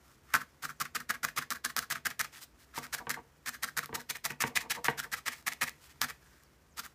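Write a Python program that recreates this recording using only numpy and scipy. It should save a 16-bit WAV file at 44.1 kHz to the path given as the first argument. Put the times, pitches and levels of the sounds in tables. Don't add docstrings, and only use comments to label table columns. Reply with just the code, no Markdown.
import sys
import numpy as np
from scipy import signal
from scipy.fft import rfft, irfft
from scipy.io import wavfile
from scipy.ndimage import uniform_filter1d

SR = 44100
rng = np.random.default_rng(int(sys.argv[2]) if len(sys.argv) > 2 else 0)


def put_to_file(sound):
    columns = np.atleast_2d(sound).T
    safe = np.clip(columns, -1, 1)
    whole_steps = np.round(safe * 32767)
    wavfile.write(sys.argv[1], SR, whole_steps.astype(np.int16))


def field_ratio(decibels):
    return 10 ** (np.asarray(decibels, dtype=float) / 20)


N = 306054
BEFORE, SPAN = 4410, 13230

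# start_s, push_length_s, push_db, pull_delay_s, pull_db
NEAR_STABS = [(0.338, 0.025, -23.5, 0.066, -40), (0.625, 0.032, -37, 0.062, -41),
              (0.803, 0.014, -29, 0.047, -39), (.95, 0.016, -31.5, 0.05, -39),
              (1.093, 0.016, -30, 0.047, -36), (1.232, 0.017, -30, .049, -39),
              (1.365, 0.024, -31.5, 0.05, -37.5), (1.507, 0.017, -32, 0.043, -40.5),
              (1.643, 0.018, -35, 0.051, -41), (1.766, 0.025, -32.5, 0.053, -39.5),
              (1.903, .023, -33.5, 0.05, -37), (2.053, 0.018, -28, 0.049, -38),
              (2.195, .015, -30.5, .047, -39)]
# start_s, push_length_s, push_db, pull_delay_s, pull_db
SIDE_STABS = [(2.748, 0.039, -47.5, 0.077, -45), (2.928, 0.02, -34.5, .051, -40),
              (3.099, 0.015, -29, 0.04, -35.5), (3.461, 0.03, -37, 0.071, -45.5),
              (3.626, 0.019, -34, 0.049, -42.5), (3.769, 0.021, -29, .06, -38),
              (3.944, 0.011, -40.5, 0.053, -43), (4.095, .013, -37.5, 0.056, -40),
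              (4.244, 0.018, -34.5, 0.056, -37.5), (4.405, 0.021, -31, 0.058, -40),
              (4.556, 0.019, -30.5, 0.048, -44), (4.7, 0.02, -33, 0.047, -40.5),
              (4.844, 0.021, -34, 0.046, -46), (4.978, 0.023, -36.5, 0.053, -41.5),
              (5.119, 0.024, -34.5, 0.049, -45), (5.26, 0.025, -35.5, 0.056, -46),
              (5.466, 0.016, -33, 0.051, -42), (5.613, 0.024, -29, 0.056, -36),
              (6.014, .033, -30, 0.07, -40), (6.772, 0.028, -41.5, 0.066, -44)]
# start_s, length_s, level_db, hiss_minus_ring_db
COMBS = [
    (0.05, 0.099, -70.5, 0.5),
    (0.288, 0.061, -56, -11),
    (2.33, 0.064, -55.5, -2),
    (2.418, 0.025, -59.5, 9),
    (2.592, 0.056, -64.5, -0.5),
    (2.739, 0.011, -54, -20),
    (5.353, 0.06, -63.5, 3.5),
    (5.827, 0.048, -72, 9),
    (5.897, 0.028, -62, -1),
    (6.22, 0.19, -66.5, -5.5),
]
# time_s, centre_hz
PLACE = [(0, 1380), (.8, 1490), (1.6, 1570), (2.3, 1650), (2.75, 1590), (3.1, 1675), (3.8, 1610),
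         (4.5, 2080), (4.9, 1580), (5.6, 1885), (6.9, 1459)]


def strokes():
    s, length, db, delay, pull_db = np.transpose(NEAR_STABS + SIDE_STABS)
    place_s, place_hz = np.transpose(PLACE)
    centre = np.interp(s, place_s, place_hz)
    thin_db = 9.5 * np.log2(centre / 1600)
    hard = db + 34
    tug = pull_db + 42
    slow = length - 0.02
    each = np.ones(len(s))
    push_hiss_db = -5 - 0.62 * hard - 170 * slow + thin_db
    push_swell_db = 7.5 - 0.65 * hard - 39 * slow
    pushes = [s, length, db, push_hiss_db, centre, push_swell_db, each]
    pull_length = 0.011 * field_ratio(-0.49 * tug) + 0.63 * slow
    pull_hiss_db = -7.5 - 0.85 * tug + thin_db
    pulls = [s + delay, pull_length, pull_db, pull_hiss_db, centre, 7 * each, 2.07 * each]
    combs = [(*row, np.interp(row[0], place_s, place_hz), 0, 0.77) for row in COMBS]
    return np.vstack([np.transpose(pushes), np.transpose(pulls), combs])


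def stroke_envelope(length, swell_db, soft, ease):
    t = np.arange(-BEFORE, SPAN - BEFORE) / SR
    along = np.clip(t / length, 0, 1) - .5
    arch_db = 2.5 * (.5 - (2 * along) ** 2)
    grip = field_ratio(swell_db * along + arch_db)
    rise_s = 0.0027 * soft * ease
    before = np.exp(np.minimum(t, 0) / rise_s) + field_ratio(-24) * np.exp(-np.abs(t) / 0.008)
    past = np.maximum(t - length, 0)
    fall_s = 0.0047 * ease * soft ** 0.13
    after = np.exp(-past / fall_s) + field_ratio(-16) * np.exp(-past / 0.0077)
    return grip * before * after


# start_s, peak_db, ring_minus_snap_db
LOUD_SNAGS = [(.3401, -15.7, 3.2), (.3497, -22.8, 2.1), (.3546, -24.8, .5), (.6515, -29.5, -4.1),
              (.8013, -27.9, -8), (.8232, -26.1, -7.5), (.9552, -27.7, -3), (1.1015, -24.6, 3.7),
              (1.1066, -25.9, -.7), (1.2497, -18.9, -8.3), (1.3815, -24.8, -1.9), (1.3856, -22.8, -4.4),
              (1.5051, -21.4, -9.6), (1.6466, -27.5, -4.8), (1.6503, -17.8, -6.5), (1.7655, -15.2, -10.6),
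              (1.7725, -23.8, -5.6), (1.7874, -24.8, -5.9), (1.791, -17.7, -6.7), (1.9029, -26.2, -8),
              (1.9105, -25.6, -7.7), (1.9246, -22.9, -2.3), (2.0583, -25.4, -.1), (2.0699, -24.2, -.3),
              (2.1943, -19.6, -8.1), (2.1998, -22.1, -5.2), (2.2138, -21.3, -9.4),
              (2.9422, -23.9, -7.5), (2.9487, -23.5, -8.1), (3.095, -21.9, -9), (3.4922, -23.6, -10.2),
              (3.634, -19.7, -10.3), (3.6457, -25.5, -9.8), (3.7747, -21.3, -7.2), (3.7916, -22.6, -8.2),
              (3.859, -30.6, -8), (4.1003, -26, -8.8), (4.2526, -19.9, -10.4), (4.4051, -25.5, -4.5),
              (4.4111, -20.6, -9), (4.4223, -21.2, -3.1), (4.7086, -23.2, -7.6), (4.8451, -19.2, -12.2),
              (5.1375, -25.5, -3), (5.2818, -24.2, -8.1), (5.473, -25.4, -3.1), (5.4876, -25.5, -5.3),
              (5.5346, -30.4, -11.9), (5.6186, -22, -4.7), (5.6281, -22.4, -3.2), (5.6395, -24.7, -4.3),
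              (5.6944, -29.9, -9.3), (6.0163, -12.1, -13.8), (6.0236, -22.3, -2.3), (6.0446, -23.2, -5.9),
              (6.4357, -49.1, -18.1), (6.7802, -32.1, -3.8)]
# start_s, peak_db, ring_minus_snap_db
PULL_SNAGS = [(.3712, -32.7, -7.3), (1.534, -31.5, -8.1), (2.1039, -32.2, -9.2), (2.8405, -39.3, -4),
              (2.8674, -39.6, -1.5), (4.016, -40.2, -2.8), (4.1606, -34.8, -12.7), (4.1693, -32.5, -12.2),
              (4.3205, -39.5, -9.9), (4.478, -36.6, -1.6), (4.4804, -35.2, -5.9), (5.4264, -48.5, -12.4),
              (6.8639, -36.5, -6.4)]


def snags():
    s, length, db = np.transpose(NEAR_STABS + SIDE_STABS)[:3]
    when = rng.random(len(s))
    scatter_db = -0.5 * rng.standard_normal((2, len(s)))
    ring_db = np.full(len(s), -4.5)
    entry = [s - 0.001, -39.5 + 1.04 * (db + 34) + scatter_db[0], ring_db]
    small = [s + when * length, db + 4.5 + scatter_db[1], ring_db]
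    loud = np.transpose(LOUD_SNAGS + PULL_SNAGS)
    return np.hstack([loud, entry, small])


# mode_hz, width_hz, level_db
PAD = [(790, 390, -12), (1086, 89, 0.5), (1307, 190, 0), (1600, 273, 3), (1870, 635, 3), (2680, 330, -1)]
# patch_hz, width_hz, level_db
CELLS = [(2877, 3700, -3), (4988, 690, -21.5), (8200, 830, -13), (11720, 3940, -22), (14400, 2000, -16.5)]
# frequency_hz, gain_db
FIBRE = [(300, -18.5), (1000, 3.5), (2500, -3), (3500, -1.5), (5400, 2.5), (7000, 0), (9500, -3.5),
         (12000, -1.5), (15000, -3), (16000, -0.5)]


def needle():
    modes = np.array(PAD + CELLS)
    pads = len(PAD)
    hiss, push = np.zeros(2 * N), np.zeros(2 * N)
    grip = np.zeros((len(modes), 2 * N))
    rows = strokes()
    chance = rng.standard_normal((len(rows), len(modes)))
    for (s, length, db, hiss_db, centre_hz, swell_db, ease), luck in zip(rows, chance):
        softness = field_ratio(-.6 * (db + 39.5))
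        shape = stroke_envelope(length, swell_db, softness, ease) * field_ratio(db)
        at = slice(int(s * SR), int(s * SR) + SPAN)
        nearness = np.exp(-(np.log(modes[:pads, 0] / centre_hz) / 0.32) ** 2)
        share = nearness * field_ratio(2.17 * luck[:pads])
        share /= np.sqrt(np.sum(share ** 2))
        tilt = 1.6 + 0.3 * np.log2(modes[pads:, 0] / 5000)
        patch = field_ratio(hiss_db * tilt + 3.5 * luck[pads:])
        hiss[at] += shape * field_ratio(hiss_db)
        grip[:, at] += np.outer(np.append(share, patch), shape)
        push[at] += shape
    heard = slice(BEFORE, N + BEFORE)
    hiss, grip, push = hiss[heard], grip[:, heard], push[heard]
    tears = clicks(rate=2200, spread_db=2.5, hiss=.7)
    lumps = clicks(rate=770, spread_db=1.0, hiss=0.39)
    s, snag_db, ring_db = snags()
    crackle = rng.standard_normal((len(s), 48)) * np.exp(-np.arange(48) / (0.00013 * SR))
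    crackle[:, 0] = 3.5 * np.sign(crackle[:, 0])
    crackle *= field_ratio(snag_db + 12.5)[:, None] / np.sqrt(np.sum(crackle ** 2, axis=1, keepdims=True))
    snaps = spikes(s[:, None] + np.arange(48) / SR, crackle)
    snag_ring = spikes(s, np.sign(crackle[:, 0]) * field_ratio(snag_db + ring_db + 10.5))
    out = colour(field_ratio(-0.5) * hiss * tears + snaps, FIBRE)
    for k, (hz, width_hz, db) in enumerate(modes):
        if k < pads:
            drive = grip[k] * (lumps + 0.52 * tears) + snag_ring
        else:
            drive = grip[k] * np.roll(tears, 997 * k)
        out += (-1) ** k * field_ratio(db - 3) * ring(drive, hz, width_hz)
    return out, push


# start_s, peak_db, deep_part_db, bright_part_db
KNOCKS = [
    (0.341, -28, -30, 3),
    (2.777, -26, -13.5, -4),
    (3.069, -27, -12, -3),
    (3.892, -38, -6, -8),
    (3.928, -34.5, -3.5, -0.5),
    (4.304, -32, -10, 5),
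    (4.438, -20.5, -7, 2.5),
    (4.883, -19.5, -8.5, 7),
]
# start_s, length_s, level_db, starting_top_hz
SCUFFS = [
    (2.742, 0.05, -60, 2200),
    (2.816, 0.092, -70, 1200),
    (2.988, 0.044, -47.5, 1810),
    (3.149, 0.058, -46.5, 1900),
    (3.914, 0.088, -50.5, 1400),
    (4.472, 0.09, -62, 1180),
    (4.603, 0.089, -51, 1370),
    (4.756, 0.045, -43, 1600),
    (5.039, 0.038, -50.5, 1810),
]
# mode_hz, level_db, t60_s
DESK = [(109.04, -18, 0.035), (142.8, -9, 0.25), (209.4, -11.5, 0.23), (246, -6, 0.12), (345.6, -7, 0.038),
        (468, -6, 0.065), (612, -21, 0.011), (737, -8, 0.03), (934, -1, 0.033), (1160, -6, 0.048),
        (1180, -28, 0.0088), (1540, -8.5, 0.017), (1900, -9, 0.016), (2200, -9.5, 0.011),
        (2860, -5, 0.0023), (3400, -35, 0.0025)]


def desk(push):
    s, db, deep_db, bright_db = np.transpose(KNOCKS)
    out = np.zeros(N)
    for k, (hz, mode_db, t60) in enumerate(DESK):
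        part_db = deep_db if hz < 500 else bright_db if hz > 1500 else -5
        blow = field_ratio(db + part_db - 17)
        strike = (-1) ** k * field_ratio(19.5) * spikes(s, blow) / (1 + (300 / hz) ** 2)
        rattle = field_ratio(-9) * bursts(s, blow, decay=0.0039) + field_ratio(-14.5) * bursts(s, blow, decay=0.023)
        drive = rattle + field_ratio(-40) * push / (1 + (hz / 400) ** 2)
        for start, length, scuff_db, top_hz in SCUFFS:
            at = slice(int(start * SR), int((start + length) * SR))
            u = np.linspace(0, 1, at.stop - at.start)
            slowing_hz = .9 * top_hz * (1 - .6 * u)
            dull = 1 + (np.log(hz / slowing_hz) / .75) ** 2
            drive[at] += field_ratio(scuff_db - 17) * np.sin(np.pi * u ** 1.17) / dull
        pole = np.exp(2j * np.pi * hz / SR - np.log(1000) / (t60 * SR))
        force = strike + drive * rng.standard_normal(N)
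        out += field_ratio(mode_db) * signal.lfilter([1], [1, -pole], force).imag
    return out


# time_s, level_db
BRUSH = [(0, -60.5), (.75, -63), (1.24, -72), (1.93, -77), (2.28, -61), (2.42, -65.5), (2.68, -62.5),
         (2.84, -59), (3.19, -64), (3.69, -61), (3.98, -64), (4.72, -77), (4.9, -61), (5.24, -64),
         (5.89, -58.5), (6.26, -60.5), (6.75, -64.5), (6.94, -60)]


def brushing():
    s, db = np.transpose(BRUSH)
    grain = clicks(rate=4000, spread_db=-0.5, hiss=1.0)
    grain *= field_ratio(1.3 * unit(uniform_filter1d(rng.standard_normal(N), size=700)))
    soft = colour(grain, FIBRE) + field_ratio(-1) * ring(grain, 1440, 970)
    return soft * field_ratio(np.interp(np.arange(N) / SR, s, db) - 10)


# start_s, length_s, from_hz, to_hz, level_db
CHIRPS = [
    (.505, .027, 5400, 5200, -73),
    (.747, .05, 8600, 5600, -75),
    (.89, .038, 8600, 6220, -75),
    (6.245, .095, 9000, 4600, -75),
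    (6.395, .075, 8600, 4300, -73),
    (6.685, .075, 9000, 4700, -74),
]


def bird():
    out = np.zeros(N)
    for s, length, from_hz, to_hz, db in CHIRPS:
        count = int(length * SR)
        u = np.arange(count) / count
        phase = 2 * np.pi * np.cumsum(from_hz + (to_hz - from_hz) * u ** .9) / SR
        flutter = .6 + .8 * unit(uniform_filter1d(rng.standard_normal(count), size=80))
        start = int(s * SR)
        out[start:start + count] += field_ratio(db) * np.sin(np.pi * u) ** 0.13 * flutter * np.sin(phase)
    return out


def room_echo(near):
    t = np.arange(SR // 2) / SR
    t60_s = 0.2
    tail = rng.standard_normal(len(t)) * field_ratio(-60 * t / t60_s) * (t > .004)
    walls = [(200, 0), (700, 4), (1300, -10), (2500, -2), (6000, -6), (15000, -9)]  # frequency_hz, gain_db
    tail = colour(np.pad(tail, (0, N)), walls)[:len(t)]
    return field_ratio(-14) * signal.fftconvolve(near, tail / np.sqrt(np.sum(tail ** 2)))[:N]


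# frequency_hz, density_db
ROOM = [(15, -52), (25, -34), (45, -4.5), (70, 1.5), (108, -12), (142, -3), (177, -11.5), (358, -12),
        (831, -22.5), (902, -19), (1060, -23), (14800, -49), (16500, -48)]


def room_tone():
    return field_ratio(-64.5) * unit(colour(rng.standard_normal(N), ROOM))


def unit(x):
    return x / np.sqrt(np.mean(x ** 2))


def colour(x, points):
    hz, db = np.transpose(points)
    log_gain = np.interp(np.log(np.linspace(1, SR / 2, 2049)), np.log(hz), db) * np.log(10) / 20
    cepstrum = irfft(log_gain)
    cepstrum[1:2048] *= 2
    cepstrum[2049:] = 0
    kernel = irfft(np.exp(rfft(cepstrum)))
    return signal.fftconvolve(x, kernel / np.sqrt(np.sum(kernel ** 2)))[:N]


def ring(x, hz, width_hz):
    b, a = signal.iirpeak(hz, hz / width_hz, fs=SR)
    return signal.lfilter(b, a, x) * np.sqrt(SR / np.pi / width_hz)


def clicks(rate, spread_db, hiss):
    size_db = spread_db * np.minimum(rng.exponential(size=N), 3)
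    size = field_ratio(size_db) * rng.standard_normal(N)
    tears = unit(size * (rng.random(N) < rate / SR))
    return unit(tears + hiss * rng.standard_normal(N))


def spikes(s, gain):
    out = np.zeros(N)
    np.add.at(out, np.round(np.asarray(s) * SR).astype(int), gain)
    return out


def bursts(s, gain, decay):
    return signal.lfilter([1], [1, -np.exp(-1 / (decay * SR))], spikes(s, gain))


def scene():
    stabs, push = needle()
    near = stabs + desk(push) + brushing() + bird()
    return (near + room_echo(near) + room_tone())[None]


def band_limit(x):
    return signal.sosfilt(signal.butter(12, 16790, fs=SR, output="sos"), x)


def record(dry):
    top = signal.ellip(6, .3, 27, 15250, fs=SR, output="sos")
    edge = signal.ellip(8, .3, 50, 16800, fs=SR, output="sos")
    rumble = signal.butter(4, 42, "high", fs=SR, output="sos")
    mix = signal.sosfilt(np.vstack([top, edge, rumble]), dry)
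    return band_limit(mix)


dry = scene()
out = record(dry)
put_to_file(out)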